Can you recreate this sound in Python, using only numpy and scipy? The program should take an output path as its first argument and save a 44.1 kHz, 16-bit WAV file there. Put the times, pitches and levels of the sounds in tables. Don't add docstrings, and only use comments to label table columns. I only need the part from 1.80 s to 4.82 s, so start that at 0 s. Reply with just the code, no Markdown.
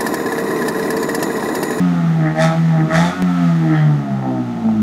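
import sys
import numpy as np
from scipy import signal
from scipy.fft import rfft, irfft, next_fast_len
from scipy.io import wavfile
from scipy.ndimage import map_coordinates

SR = 44100
rng = np.random.default_rng(int(sys.argv[2]) if len(sys.argv) > 2 else 0)


def store_wav(level_fs):
    pcm = np.round(np.clip(np.atleast_2d(level_fs), -1, 1) * 32767)
    wavfile.write(sys.argv[1], SR, pcm.T.astype(np.int16))


N = 133182


def amp(db):
    return 10 ** (np.asarray(db) / 20)


def unit(x):
    return x / np.sqrt(np.mean(x ** 2) + 1e-20)


def at_pitch(rows, hz):
    f, values = np.transpose(rows)
    return np.interp(np.log(hz + 1), np.log(f + 1), values)


def curve(rows):
    return np.interp(np.arange(N) / SR, *np.transpose(rows))


def wobble(rate):
    return map_coordinates(rng.standard_normal(int(N * rate / SR) + 4), [np.arange(N) * rate / SR])


def swell(peak_s, length_s):
    return np.exp(-(2 * (np.arange(N) / SR - peak_s) / length_s) ** 2)


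def tone(turns, multiple):
    return np.sqrt(2) * np.sin(2 * np.pi * (multiple * turns + rng.random()))


def coloured(x, shape):
    m = 2 * next_fast_len(N // 2 + SR // 4)
    cepstrum = irfft(np.log(amp(at_pitch(shape, np.fft.rfftfreq(m, 1 / SR)))), m)
    cepstrum[1:m // 2] *= 2
    cepstrum[m // 2 + 1:] = 0
    return unit(irfft(rfft(x, m) * np.exp(rfft(cepstrum)), m)[:N])


# f/Hz, t/s
ECHO_FADE = [(200, 1), (1500, 0.74), (5000, 0.35), (14000, 0.31)]

def workshop(x, echo_db):
    hz, t, noise = signal.stft(rng.standard_normal(SR // 2), SR, nperseg=256)
    fade = np.exp(-np.log(1000) * t / at_pitch(ECHO_FADE, hz)[:, None])
    tail = signal.istft(noise * fade, SR, nperseg=256)[1]
    tail = np.pad(tail, (SR // 200, 0)) / np.linalg.norm(tail)
    echo = signal.fftconvolve(x, tail)[:N]
    return (x + amp(echo_db) * echo) / np.hypot(1, amp(echo_db))


# t/s, f/Hz
ENGINE_SPEED = [(0, 90.7), (.05, 89.6), (.1, 87.08), (.39, 79.73), (.48, 77.6), (.55, 78.92), (.66, 81.18),
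                (.86, 82.03), (1.02, 78.7), (1.12, 80.09), (1.25, 86.62), (1.33, 90.4), (1.41, 91.9),
                (1.49, 88.9), (1.61, 86.8), (1.68, 84.47), (1.88, 79.4), (2.01, 76.3), (2.16, 72.97),
                (2.21, 70.4), (2.4, 65.98), (2.55, 63.65), (2.62, 61.82), (2.83, 56.4), (3.02, 53.13)]

def crankshaft():
    speed = curve(ENGINE_SPEED) * (1 + .001 * wobble(29.98))
    return speed, np.cumsum(speed) / SR


# t/s, level/dB
FIRING_TONE = [(0, -12), (.13, -16.5), (.39, -13), (.52, -18.5), (.56, -27.5), (.61, -17), (.66, -12),
               (.7, -14), (.735, -23), (.79, -12.5), (.98, -13), (1.05, -15), (1.1, -31.5), (1.15, -15.5),
               (1.21, -11), (1.28, -17.5), (1.35, -35.5), (1.43, -13), (1.58, -17), (1.68, -12),
               (1.83, -14.5), (1.91, -16), (2.06, -9.5), (2.15, -14), (2.21, -20.5), (2.26, -35),
               (2.32, -22), (2.39, -22), (2.47, -26), (2.68, -26.5), (2.75, -39), (2.86, -33), (3.02, -26)]
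THIRD_TONE = [(0, -22), (.16, -19.5), (.24, -35), (.3, -29), (.48, -34), (.54, -31), (.62, -24.5),
              (.69, -32.5), (.74, -43), (.8, -32), (1.05, -30), (1.15, -25.5), (1.28, -31), (1.38, -31.5),
              (1.48, -23.5), (1.55, -24.5), (1.63, -18), (1.72, -27.5), (1.88, -30.5), (2, -40),
              (2.07, -24.5), (2.23, -26.5), (2.34, -21.5), (2.5, -29.5), (2.57, -27), (2.63, -34),
              (2.78, -28.5), (3.02, -36.5)]
FOURTH_TONE = [(0, -30.5), (.2, -51), (.34, -36.5), (.46, -18.5), (.53, -29), (.59, -26), (.67, -34.5),
               (.8, -32.5), (.93, -45.5), (1.03, -20.5), (1.14, -36.5), (1.35, -30.5), (1.55, -48),
               (1.76, -33.5), (1.85, -23), (1.91, -15), (1.99, -30), (2.06, -31), (2.12, -30.5),
               (2.28, -27.5), (2.35, -47), (2.49, -18.5), (2.55, -26), (2.61, -17), (2.66, -25),
               (2.71, -27.5), (2.8, -23.5), (2.86, -12.5), (2.92, -14), (3.02, -15)]
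# multiple of engine speed, level/dB added to PIPE_AND_ROOM
WEAK_TONES = [(1, -0.5), (5, -6.5), (6, 0), (7, -9)]
# f/Hz, level/dB
PIPE_AND_ROOM = [(50, -48), (72, -50), (80, -46), (88, -40.5), (270, -38), (300, -34), (318, -27),
                 (338, -38.5), (380, -36), (410, -45), (445, -42.5), (470, -41), (510, -52), (600, -55)]

def drone(turns, speed):
    levels = [(3, curve(THIRD_TONE)), (4, curve(FOURTH_TONE))]
    levels += [(k, db + at_pitch(PIPE_AND_ROOM, k * speed)) for k, db in WEAK_TONES]
    others = sum(amp(db + 2.1 * wobble(29.99)) * tone(turns, k) for k, db in levels)
    firing = amp(curve(FIRING_TONE) + .3 * wobble(25)) * tone(turns, 2)
    return firing + others


CYLINDER_PUFFS = [-2.8, 3.3, -3.5, 1.9]

def puffs(turns, uneven=1.4):
    stumble_below_hz, stumble_span_hz = 69, 12
    firing = np.arange(1, int(2 * turns[-1]))
    chance = rng.standard_normal((len(firing), 2))
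    at = np.interp(firing / 2, turns, np.arange(N))
    speed = SR / (2 * np.gradient(at))
    stumble = np.clip((stumble_below_hz - speed) / stumble_span_hz, 0, 1)
    late_s = (.00002 + .00013 * stumble) * chance[:, 0]
    scatter_db = (.7 + 1.5 * stumble) * chance[:, 1]
    at = np.clip(at + SR * late_s, 0, N - 2)
    size = amp(uneven * np.array(CYLINDER_PUFFS)[firing % 4] + scatter_db)
    i = at.astype(int)
    return np.bincount(i, size * (1 - at + i), N) + np.bincount(i + 1, size * (at - i), N)


def swirl(pulses, decay_s):
    bursts = signal.lfilter([1], [1, -np.exp(-1 / (SR * decay_s))], pulses)
    return unit(bursts * rng.standard_normal(N))


# t/s, level/dB
BARK_LEVEL = [(0, -24.5), (.08, -32), (.3, -31.5), (.48, -27), (.54, -30), (.6, -18), (.72, -24),
              (.81, -32), (.93, -27.5), (1.01, -24.5), (1.079, -33), (1.11, -25.5), (1.19, -18),
              (1.38, -31.5), (1.8, -33.5), (1.929, -27), (2.19, -31), (2.3, -30.5), (2.47, -25.5),
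              (2.7, -32.5), (2.88, -26.5), (3.02, -37)]
RING_LEVEL = [(0.0, -33), (0.29, -34), (0.34, -42.5), (0.49, -33.5), (0.53, -45), (0.64, -24.5),
              (0.84, -40), (1.09, -33), (1.12, -25.5), (1.51, -37), (1.59, -33), (1.88, -40.5),
              (1.92, -33.5), (2.22, -39), (2.96, -42), (3.02, -38)]
RASP_LEVEL = [(0, -38.5), (.15, -42), (.42, -36.5), (0.481, -26.5), (.545, -40.5), (0.581, -26), (.62, -22),
              (.68, -28.5), (0.769, -41.5), (.88, -38), (1.02, -32.5), (1.075, -50), (1.11, -27),
              (1.16, -21), (1.249, -30), (1.36, -40.5), (1.86, -38), (1.961, -28.5), (2.14, -42.5),
              (2.5, -45.5), (3.02, -52)]
# f/Hz, level/dB
BARK_COLOUR = [(300, -58), (450, -13.5), (570, -6), (645, 1.5), (720, 2), (800, 2.5), (890, 0),
               (980, -13.5), (1090, -9), (1300, -53.5)]
RING_COLOUR = [(850, -32), (1100, -6), (1220, -2.5), (1300, 1), (1370, 4), (1430, -4.5), (1520, -3.5),
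               (1800, -50)]
RASP_COLOUR = [(1200, -16.5), (1560, -5), (1780, 2.5), (1900, 2.5), (2080, -6), (2350, -15.5), (2800, -25),
               (3800, -53.5)]

def tailpipe(pulses):
    def ringing(colour, level, swirl_db, decay_s, echo_db, gain_db=0):
        clean = coloured(pulses, colour)
        gritty = amp(swirl_db) * coloured(swirl(pulses, decay_s), colour)
        return amp(curve(level) + gain_db) * unit(workshop(clean + gritty, echo_db))

    bark = ringing(BARK_COLOUR, BARK_LEVEL, swirl_db=-10, decay_s=.0011, echo_db=-1, gain_db=-1.5)
    ring = ringing(RING_COLOUR, RING_LEVEL, swirl_db=-5, decay_s=.0025, echo_db=2)
    rasp = ringing(RASP_COLOUR, RASP_LEVEL, swirl_db=-9, decay_s=.0026, echo_db=-4)
    return bark + ring + rasp


# t/s, level/dB
HISS_LEVEL = [(0, -37), (.5, -42), (.75, -37.5), (1.05, -41), (1.35, -37), (1.65, -37), (2, -40.5),
              (2.25, -44), (2.6, -44.5), (3.02, -43.5)]
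# f/Hz, level/dB
HISS_COLOUR = [(400, -17), (800, 3.5), (1400, 2), (2000, 2.5), (2800, -2), (3500, -2), (4300, -6.5),
               (5300, -9.5), (6600, -9.5), (7500, -15.5), (9500, -19), (10500, -24), (12000, -21),
               (15500, -29)]
RUMBLE_COLOUR = [(20, -28), (45, -3), (80, -16), (150, 16.5), (300, 15.5), (420, 6), (550, -5),
                 (1000, -42.5)]

def rush(turns):
    flow = rng.standard_normal(N) * (1 + .11 * np.cos(2 * np.pi * 2 * turns))
    hiss = amp(curve(HISS_LEVEL) + .33 * wobble(14)) * coloured(flow, HISS_COLOUR)
    rumble = amp(-32.5 + 3.7 * wobble(8)) * coloured(rng.standard_normal(N), RUMBLE_COLOUR)
    return hiss + rumble


# peak t/s, length/s, multiple of engine speed, level/dB
SINGING_TONES = [(0.253, 0.13, 15, -41), (0.46, 0.2, 8, -30.5), (0.608, 0.098, 8, -17.5),
                 (0.632, 0.11, 1, -40), (0.636, 0.19, 10, -25), (0.733, 0.081, 8, -22.5),
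                 (1.002, 0.061, 8, -29.5), (1.001, 0.079, 10, -25), (1.162, 0.13, 8, -27.5),
                 (1.23, 0.09, 10, -25.5), (1.24, 0.18, 1, -36.5), (1.35, 0.12, 16, -30),
                 (1.59, 0.27, 15, -30.5), (1.658, 0.15, 8, -33.5), (1.93, 0.26, 8, -31.5),
                 (1.945, 0.13, 17, -32.5), (2.295, 0.17, 10, -31), (2.549, .16, 5, -26.5),
                 (2.533, 0.22, 6, -33.5), (2.868, 0.12, 8, -35.5)]

def singing(turns):
    return sum(amp(db + 1.7 * wobble(40)) * swell(peak_s, length_s) * tone(turns, k)
               for peak_s, length_s, k, db in SINGING_TONES)


# peak t/s, hold/s, drop during the hold/dB, release/s, level/dB before gain_db
THROTTLE_STABS = [(0.616, 0.032, 1.5, 0.063, -27), (1.153, 0.14, 9, .1, -27.5)]
# f/Hz, level/dB
BLAST_COLOUR = [(400, -28), (1000, -6), (2300, 6.5), (2850, -8.5), (3150, 1.5), (3350, 3.5), (3600, 6),
                (3900, -3.5), (4400, 1), (5000, -4.5), (6300, -2), (7500, -8.5), (10000, -13.5),
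                (12500, -23.5), (15500, -28)]

def blasts(turns, gain_db=3):
    rise_s, range_db = .077, 31.5
    sharpness, weak_jet_db, between_jets_db = 5, -5, -11
    t = np.arange(N) / SR
    throttle = np.zeros(N)
    for peak_s, hold_s, drop_db, release_s, db in THROTTLE_STABS:
        before = np.maximum(peak_s - t, 0) / rise_s
        held = np.clip((t - peak_s) / hold_s, 0, 1)
        after = np.maximum(t - peak_s - hold_s, 0) / release_s
        throttle += amp(db - drop_db * held - range_db * (before + after))
    crank = np.cos(2 * np.pi * turns)
    strong_jet = np.exp(sharpness * (-crank - 1))
    weak_jet = amp(weak_jet_db) * np.exp(sharpness * (crank - 1))
    jets = (amp(between_jets_db) + strong_jet + weak_jet) * rng.standard_normal(N)
    return amp(gain_db) * workshop(throttle * coloured(jets, BLAST_COLOUR), echo_db=-3)


def click(at_s=1.4233, level_db=-6.5, decay_s=.0012):
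    age = (np.arange(N) / SR - at_s) / decay_s
    return -amp(level_db) * (age >= 0) * (1 - age) * np.exp(-np.abs(age))


# f/Hz, level/dB
ZING_COLOUR = [(2400, -30), (3000, -5), (3250, 1), (3550, -12.5), (4500, -14.5), (8000, -41)]

def zing(pulses, level_db=-39):
    ringing = coloured(unit(pulses) + swirl(pulses, decay_s=.0024), ZING_COLOUR)
    return amp(level_db) * workshop(swell(peak_s=1.97, length_s=.067) * ringing, echo_db=4.5)


def scene():
    speed, turns = crankshaft()
    hum = drone(turns, speed)
    pulses = puffs(turns)
    mix = hum + tailpipe(pulses) + rush(turns) + singing(turns) + blasts(turns) + click() + zing(pulses)
    return mix[None]


def record(dry):
    fade_s, top_hz = .006, 15600
    m = next_fast_len(N + SR // 2)
    fade_in = np.sin(np.pi / 2 * np.minimum(np.arange(N) / (SR * fade_s), 1)) ** 2
    below_top = np.fft.rfftfreq(m, 1 / SR) < top_hz
    return irfft(rfft(dry * fade_in, m) * below_top, m)[..., :N]


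dry = scene()
out = record(dry)
store_wav(out)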